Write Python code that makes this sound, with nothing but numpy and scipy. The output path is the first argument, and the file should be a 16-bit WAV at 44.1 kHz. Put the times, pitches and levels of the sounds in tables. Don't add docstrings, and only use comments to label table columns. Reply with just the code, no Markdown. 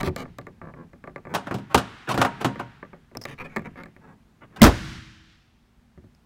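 import sys
import numpy as np
from scipy import signal
from scipy.io import wavfile
from scipy.ndimage import uniform_filter1d

SR = 44100
rng = np.random.default_rng(int(sys.argv[2]) if len(sys.argv) > 2 else 0)


def digitize_waveform(pressure):
    field = np.atleast_2d(pressure).T
    bounded = np.clip(field, -1, 1)
    quanta = np.round(bounded * 32767).astype(np.int16)
    wavfile.write(sys.argv[1], SR, quanta)


N = 275757

# f/Hz, level/dB
ROOM_TONE_EQ = [(15, -35), (25, -13.5), (55, -6), (82, -11), (190, -12), (242, -7), (270, -20.5),
                (416, -25), (531, -29.5), (775, -26.5), (1560, -31), (14400, -51), (16000, -50)]
# f/Hz, level/dB
HALL_EQ = [(30, -5.5), (55, 2), (110, 4), (220, -4.5), (550, -8), (1000, -4.5), (1600, 3.5), (2600, 2),
           (4000, 1.5), (7000, -1), (10000, -2.5), (15000, -11)]
# f/Hz, t60/s
HALL_DECAY = [(60, 1.1), (200, 1.0), (550, .8), (1300, 1.1), (3000, 1.4), (5500, 1.3), (9000, 0.97),
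              (15000, 0.81)]
# delay/s, width/s, boost/dB
WALL_SWELLS = [(.3, .075, 2.5), (.69, .04, 4)]

# f/Hz, level/dB, t60/s
CASE_MODES = [(181, -10, 0.063), (264, -4, 0.066), (367, -5, 0.18), (565, -4, 0.1), (667, -6, 0.049),
              (960, -8.5, 0.017), (1170, -2, 0.078), (1734, -4, 0.041), (1970, -5.5, 0.017)]
# f/Hz, level/dB
CASE_EQ = [(50, -7), (160, 8), (400, -0.5), (1200, -3), (2200, -2), (2900, -18), (4300, -10), (5700, -21.5),
           (7200, -14.5), (10000, -26.5), (15000, -23.5)]
# f/Hz, t60/s
CASE_DECAY = [(100, 0.53), (400, 0.2), (1200, 0.092), (2500, .035), (6000, 0.015), (15000, 0.019)]
# t/s, level/dB, relative treble/dB
CASE_CREAKS = [(.01, -31.5, -4.5), (.031, -24.5, -10.5), (.074, -25.5, -15), (0.162, -27, -6),
               (.254, -39, -36), (.385, -31.5, -11), (.468, -35, -21), (0.615, -35.5, -35),
               (.738, -42, -34), (.932, -46, -22), (1.04, -36.5, -26), (1.074, -33, -29),
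               (1.16, -29, -23.5), (1.252, -39, -27), (1.269, -35, -33), (2.557, -33.5, -25),
               (2.828, -31.5, -46.5), (2.931, -39.5, -41), (3.114, -53, -24), (3.151, -36, -16),
               (3.253, -30, -6), (3.562, -25, -15), (3.568, -25, -16), (3.619, -47.5, -16),
               (3.757, -44, -25), (3.835, -44, -6), (3.858, -44, -16), (3.964, -49.5, -16)]
# t/s, length/s, level/dB, slip rate/Hz, relative treble/dB
FINGER_SLIPS = [(0.0, 0.014, -44.5, 880, -12.5), (.04, 0.049, -41, 650, -9.5), (.166, 0.069, -44, 260, -11),
                (.62, 0.094, -48.5, 80, -42), (.745, .1, -50, 80, -49), (1.278, 0.064, -47.5, 200, -29),
                (3.262, 0.082, -50.5, 900, -12), (3.379, 0.05, -47.5, 890, -13.5),
                (3.438, 0.036, -52.5, 1010, -15), (3.47, 0.15, -57.5, 900, -17),
                (3.644, 0.033, -49, 174, -23.5), (3.762, 0.061, -50.5, 170, -23),
                (4.004, 0.14, -56, 300, -26)]
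# f/Hz, level/dB
SLIP_EQ = [(50, -9.5), (160, 7.5), (400, -0.5), (700, -3.5), (1100, 0), (1750, -4.5), (2200, -9.5),
           (2800, -19.5), (3800, -23), (5000, -26), (15000, -37.5)]
# t/s, level/dB, t60/s
FINGER_CLICKS = [(3.171, -32, .008), (3.214, -40, 0.078), (3.238, -40.5, 0.023), (4.597, -56.5, .02),
                 (6.149, -63, .01)]
# f/Hz, level/dB
CLICK_EQ = [(100, -4.5), (500, 0.5), (1200, -4.5), (3800, -20.5), (5200, 3), (6800, -15.5), (12500, -18),
            (16000, -17)]
# t/s, level/dB, f/Hz, relative knock on the case/dB
DULL_THUMPS = [(.031, -30, 396, -5.5), (.073, -23, 367, -12.5), (.079, -26, 91, -13),
               (1.548, -29, 125, -40), (1.749, -22.5, 78, -25), (2.185, -29, 95, -27),
               (2.452, -37, 138, -30), (3.172, -40, 113, -10.5), (3.566, -29.5, 209, -9.5),
               (5.976, -44.5, 75.8, -8.5), (6.04, -48, 100.3, -11)]

# f/Hz, level/dB, t60/s
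ROD_MODES = [(122.4, -8, .22), (202.4, -6, 0.21), (266.2, -5, 0.16), (355, -9, .12), (408, -6.5, 0.043),
             (567, -7.5, .14), (714.7, -2, 0.11), (822, -7.5, 0.097), (938, -6.5, 0.23), (1070, -4.5, 0.11),
             (1246, -3, 0.016), (1400, -7.5, 0.044), (1450, -10, 0.042), (2560, -24.5, .1), (2890, -15, .1)]
# f/Hz, level/dB
ROD_EQ = [(40, -20.5), (80, -22.5), (115, 1.5), (400, -0.5), (800, 2.5), (1450, 1.5), (2000, -8.5),
          (3000, -11), (5000, -19), (9000, -26.5), (15000, -30)]
# f/Hz, t60/s
ROD_DECAY = [(100, 0.48), (400, 0.1), (1200, 0.12), (3000, 0.094), (8000, 0.11), (15000, 0.045)]
# t/s, level/dB, relative bass/dB, relative treble/dB
ROD_KNOCKS = [(1.339, -26.5, -4, -10), (1.347, -20, -9.5, -7), (1.471, -32, -5, -18.5),
              (1.51, -26.5, 0, -20), (1.542, -32, 7, -8), (1.584, -39.5, 3, -12), (1.7452, -7.5, -7, -10),
              (1.776, -19, -7.5, -8.5), (2.09, -24.5, -4, -10), (2.142, -27, 4.5, -10),
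              (2.176, -21, 1, -11), (2.215, -12.5, -11.5, -9.5), (2.2484, -16, -6, -16.5),
              (2.413, -30.5, 0.5, -10.5), (2.446, -18, -0.5, -9), (2.598, -27.5, -2, -20)]
# t/s, length/s, level/dB, relative treble/dB
METAL_SCRAPES = [(1.463, 0.011, -51.5, -22), (1.697, 0.05, -49, -21.5), (2.072, 0.02, -44.5, -25),
                 (2.087, 0.044, -37, -11), (2.186, 0.043, -37.5, -19.5), (2.401, 0.024, -47.5, -15),
                 (2.59, 0.0096, -52.5, -19), (4.409, .04, -57.5, -50), (4.483, 0.14, -64.5, -45),
                 (4.559, 0.016, -57.5, -11.5), (4.577, 0.05, -54.5, -27)]

# t/s, level/dB, ring factor, treble shelf/dB
SLAM_HITS = [(4.618, -1.5, .22, 6), (4.63, -5.5, 0.45, 4), (4.6404, -4, .75, 1.5), (4.664, -9, 0.86, -2)]
# f/Hz, level/dB
SLAM_EQ = [(30, -2), (100, 6.5), (300, 0.5), (600, -0.5), (1400, -3), (2400, -12), (5500, -16), (8000, -22),
           (15000, -23.5)]
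# f/Hz, t60/s
SLAM_DECAY = [(60, 0.22), (300, 0.26), (1200, 0.21), (4000, 0.14), (8000, 0.14), (15000, 0.094)]
# t/s, f/Hz, peak/dB, rise/s, t60/s
HOOD_MODES = [(4.611, 2060, -15.5, 0.0087, 0.031), (4.6185, 220, 9, 0.0017, 0.12),
              (4.642, 259, -7, 0.0055, 0.2), (4.62, 168, -5, 0.0074, .17), (4.645, 320, -4, 0.014, 0.096),
              (4.643, 54, -4, .018, 0.21), (4.645, 80, -9.5, .012, 0.25), (4.635, 101, -9, 0.011, 0.27),
              (4.64, 322, -29.5, .01, 1.1), (4.63, 612, -20, 0.0024, 0.31)]


def gain_of(db):
    return 10 ** (np.asarray(db) / 20)


def decay(t, t60):
    return np.exp(-np.log(1000) * t / t60)


def unit_rms(x):
    return x / np.sqrt(np.mean(x ** 2) + 1e-20)


def unit_peak(x, size=300):
    return x / np.sqrt(uniform_filter1d(x ** 2, size, mode="constant").max() + 1e-20)


def curve_at(points, hz):
    f, value = np.transpose(points)
    return np.interp(np.log(hz + 1), np.log(f + 1), value)


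def add(mix, s, sound):
    part = mix[max(round(s * SR), 0):][:len(sound)]
    part += sound[:len(part)]


def band(x, hz, kind, order=4):
    return signal.sosfilt(signal.butter(order, hz, kind, fs=SR, output="sos"), x)


def equalise(x, eq, size=4096):
    log_gain = np.log(gain_of(curve_at(eq, abs(np.fft.fftfreq(size, 1 / SR)))))
    taps = np.fft.ifft(np.exp(signal.hilbert(log_gain).conj())).real
    return signal.oaconvolve(x, taps[:size // 2])[:len(x)]


def ringing_noise(decays, ring, count, size=128):
    hz, t, spectrum = signal.stft(rng.standard_normal(count), SR, nperseg=size)
    t60 = np.maximum(curve_at(decays, hz)[:, None] * ring, 1e-3)
    return signal.istft(spectrum * decay(t, t60), SR, nperseg=size)[1][:count]


def impacts(rows, modes, eq, decays, modes_db, tick_db, tick_s, bass_hz, treble_hz, count=16384):
    out, t = np.zeros(N), np.arange(count) / SR
    for s, db, bass_db, treble_db, ring in rows:
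        ring = max(ring, .2)
        tones = sum(rng.choice([-1, 1]) * gain_of(level) * np.sin(2 * np.pi * hz * t)
                    * decay(t, t60 * ring) for hz, level, t60 in modes)
        attack = 1 + gain_of(tick_db) * np.exp(-t / tick_s)
        noise = equalise(attack * ringing_noise(decays, ring, count), eq)
        hit = unit_peak(noise) + gain_of(modes_db) * unit_peak(tones)
        body = unit_peak(band(hit, [bass_hz, treble_hz], "bandpass", order=6))
        bass = unit_peak(band(hit, bass_hz, "lowpass"))
        treble = unit_peak(band(hit, treble_hz, "highpass", order=8))
        add(out, s, gain_of(db) * (body + gain_of(bass_db) * bass + gain_of(treble_db) * treble))
    return out


def friction(rows, eq, decays, ring, uneven_db, treble_hz, count=4096):
    out = np.zeros(N)
    for s, length, db, rate, treble_db in rows:
        gap_spread, force_spread = rng.standard_normal((count, 2)).T
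        jitter = min(.15 + rate / 800, .7)
        slip_s = np.cumsum(np.exp(jitter * gap_spread)) / rate
        slip_s -= slip_s[0]
        inside = slip_s < length
        pressure = .25 + np.sin(np.pi * slip_s[inside] / length)
        train = np.zeros(round(length * SR) + count)
        train[(slip_s[inside] * SR).astype(int)] = pressure * gain_of(uneven_db * force_spread[inside])
        rung = signal.fftconvolve(train, ringing_noise(decays, ring, count))[:len(train)]
        rub = equalise(rung, eq)
        dull = unit_rms(band(rub, treble_hz, "lowpass", order=8))
        bright = unit_rms(band(rub, treble_hz, "highpass", order=8))
        makeup = np.sqrt(len(rub) / (length * SR))
        add(out, s, gain_of(db) * makeup * (dull + gain_of(treble_db) * bright))
    return out


def room_tone(level_db=-58.5):
    return gain_of(level_db) * unit_rms(equalise(rng.standard_normal(N), ROOM_TONE_EQ))


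def hall(send, build_s=0.018, blur=0.23, size=1024):
    frames = dict(fs=SR, nperseg=size, noverlap=size - size // 4)
    hz, t, spectrum = signal.stft(send, **frames)
    wash = signal.stft(rng.standard_normal(N), **frames)[2]
    blend = np.exp(-(np.log((hz[:, None] + hz[1]) / (hz + hz[1])) / blur) ** 2)
    power = blend / blend.sum(1, keepdims=True) @ abs(spectrum) ** 2
    walls_db = sum(db * np.exp(-((t - s) / width) ** 2) for s, width, db in WALL_SWELLS)
    swell = (1 - np.exp(-t / build_s)) * gain_of(walls_db)
    tail = (swell * decay(t, curve_at(HALL_DECAY, hz)[:, None])) ** 2
    wash_power = abs(signal.fftconvolve(power, tail / tail.sum(1).mean(), axes=1)[:, :len(t)])
    wash *= np.sqrt(wash_power) / np.std(wash) * gain_of(curve_at(HALL_EQ, hz))[:, None]
    return signal.istft(wash, **frames)[1][:N]


def case_hits(rows):
    return gain_of(-4) * impacts(rows, CASE_MODES, CASE_EQ, CASE_DECAY, modes_db=-1.0,
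                                 tick_db=-1.0, tick_s=0.0037, bass_hz=380, treble_hz=2650)


def case_creaks(usual_db=-36, usual_bass_db=-2, bass_slope=.5, ring=0.85, settle_s=.024, settle_db=-15):
    rows = []
    for s, db, treble_db in CASE_CREAKS:
        settle_at = s + settle_s * np.exp(.15 * rng.standard_normal())
        for start, level in [(s, db), (settle_at, db + settle_db)]:
            bass_db = usual_bass_db - bass_slope * (level - usual_db)
            rows.append((start, level, bass_db, treble_db, ring))
    return case_hits(rows)


def finger_clicks(count=4096):
    out, t = np.zeros(N), np.arange(count) / SR
    for s, db, t60 in FINGER_CLICKS:
        snap = rng.standard_normal(count) * decay(t, t60)
        add(out, s, gain_of(db) * unit_peak(equalise(snap, CLICK_EQ)))
    return out


def case_knocks(bass_db=13.6, treble_db=-19.5, ring=.75):
    return case_hits([(s, db + knock_db, bass_db, treble_db, ring) for s, db, _, knock_db in DULL_THUMPS])


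def loose_grip(case, from_s=3.245, to_s=3.99, fade_s=.007, level_db=5.5):
    t = np.arange(N) / SR
    looseness = np.clip(np.minimum(t - from_s, to_s - t) / fade_s, 0, 1)
    return gain_of(level_db) * looseness * band(case, [1950, 2480], "bandpass", order=1)


def handling():
    case = case_creaks() + case_knocks()
    case += friction(FINGER_SLIPS, SLIP_EQ, CASE_DECAY, ring=0.69, uneven_db=1.0, treble_hz=2545)
    return case + loose_grip(case) + finger_clicks()


def dull_thumps(rise_s=0.012):
    out, t = np.zeros(N), np.arange(SR) / SR
    envelope = t / rise_s * np.exp(1 - t / rise_s)
    for s, db, hz, _ in DULL_THUMPS:
        add(out, s, gain_of(db) * envelope * np.sin(2 * np.pi * hz * t))
    return out


def rod_scrapes(slip_hz=660):
    rows = [(s, length, db, slip_hz, treble_db) for s, length, db, treble_db in METAL_SCRAPES]
    return friction(rows, ROD_EQ, ROD_DECAY, ring=0.52, uneven_db=3.0, treble_hz=3000)


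def rod_knocks(usual_db=-18, usual_ring=1.54, halving_db=12,
               rebound_s=.0095, rebound_db=-11, rebound_ring=.45):
    rows = []
    for s, db, bass_db, treble_db in ROD_KNOCKS:
        ring = usual_ring * .5 ** (max(db - usual_db, 0) / halving_db)
        rows.append((s, db, bass_db, treble_db, ring))
        rows.append((s + rebound_s, db + rebound_db, bass_db, treble_db, ring * rebound_ring))
    return gain_of(-1.5) * impacts(rows, ROD_MODES, ROD_EQ, ROD_DECAY, modes_db=-4.5,
                                   tick_db=2.0, tick_s=0.015, bass_hz=370, treble_hz=2778)


def air_puff(fall_s=4.3, shut_s=4.617, cushion_s=.003, level_db=-24.5, band_hz=(70, 280)):
    t = np.arange(N) / SR
    speed = np.clip((t - fall_s) / (shut_s - fall_s), 0, 1)
    gap = 1 + np.maximum(shut_s - t, 0) / cushion_s
    release = np.exp(-np.maximum(t - shut_s, 0) / cushion_s)
    wind = unit_rms(band(rng.standard_normal(N), band_hz, "bandpass", order=2))
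    return gain_of(level_db) * speed / gap * release * wind


def hood_slam():
    out, t = np.zeros(N), np.arange(SR) / SR
    for s, db, ring, treble_db in SLAM_HITS:
        crash = unit_peak(equalise(ringing_noise(SLAM_DECAY, ring, count=SR), SLAM_EQ))
        add(out, s, gain_of(db) * equalise(crash, [(1000, 0.011), (4000, treble_db)]))
    for s, hz, db, rise, t60 in HOOD_MODES:
        envelope = np.minimum(t / rise, 1) * decay(np.maximum(t - rise, 0), t60)
        add(out, s, gain_of(db) * envelope * np.sin(2 * np.pi * hz * t))
    return out


def gain_control(x, threshold_db=-15, slope=0.52, recovery_db_per_s=7, react_s=0.038):
    lag = np.exp(-1 / (react_s * SR))
    power_db = 10 * np.log10(signal.lfilter([1 - lag], [1, -lag], np.minimum(x ** 2, 1)) + 1e-12)
    recovery = recovery_db_per_s * np.arange(N) / SR
    held_db = np.maximum.accumulate(power_db + recovery) - recovery
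    over_db = np.maximum(held_db - threshold_db, 0)
    return x / gain_of(slope * signal.lfilter([1 - lag], [1, -lag], over_db))


def scene():
    rod = band(rod_knocks() + rod_scrapes(), 58, "highpass", order=2)
    rod_far = equalise(rod, [(2200, -1), (4500, -4.5), (12000, -6)])
    hand = handling()
    hand_lows = band(hand, 300, "lowpass", order=2)
    hood = hood_slam() + air_puff()
    send = gain_of(-18.5) * rod_far + gain_of(-19.5) * hood
    send += gain_of(-26.5) * hand + gain_of(-13) * hand_lows
    return (rod + hand + dull_thumps() + hood + hall(send) + room_tone())[None]


def record(dry, ceiling=.7, hardness=6, cutoff_hz=15900):
    ducked = gain_control(dry[0])
    saturated = ducked / (1 + abs(ducked / ceiling) ** hardness) ** (1 / hardness)
    lowpass = signal.firwin(255, cutoff_hz, window=("kaiser", 9), fs=SR)
    return signal.oaconvolve(saturated, lowpass, "same")[None]


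dry = scene()
out = record(dry)
digitize_waveform(out)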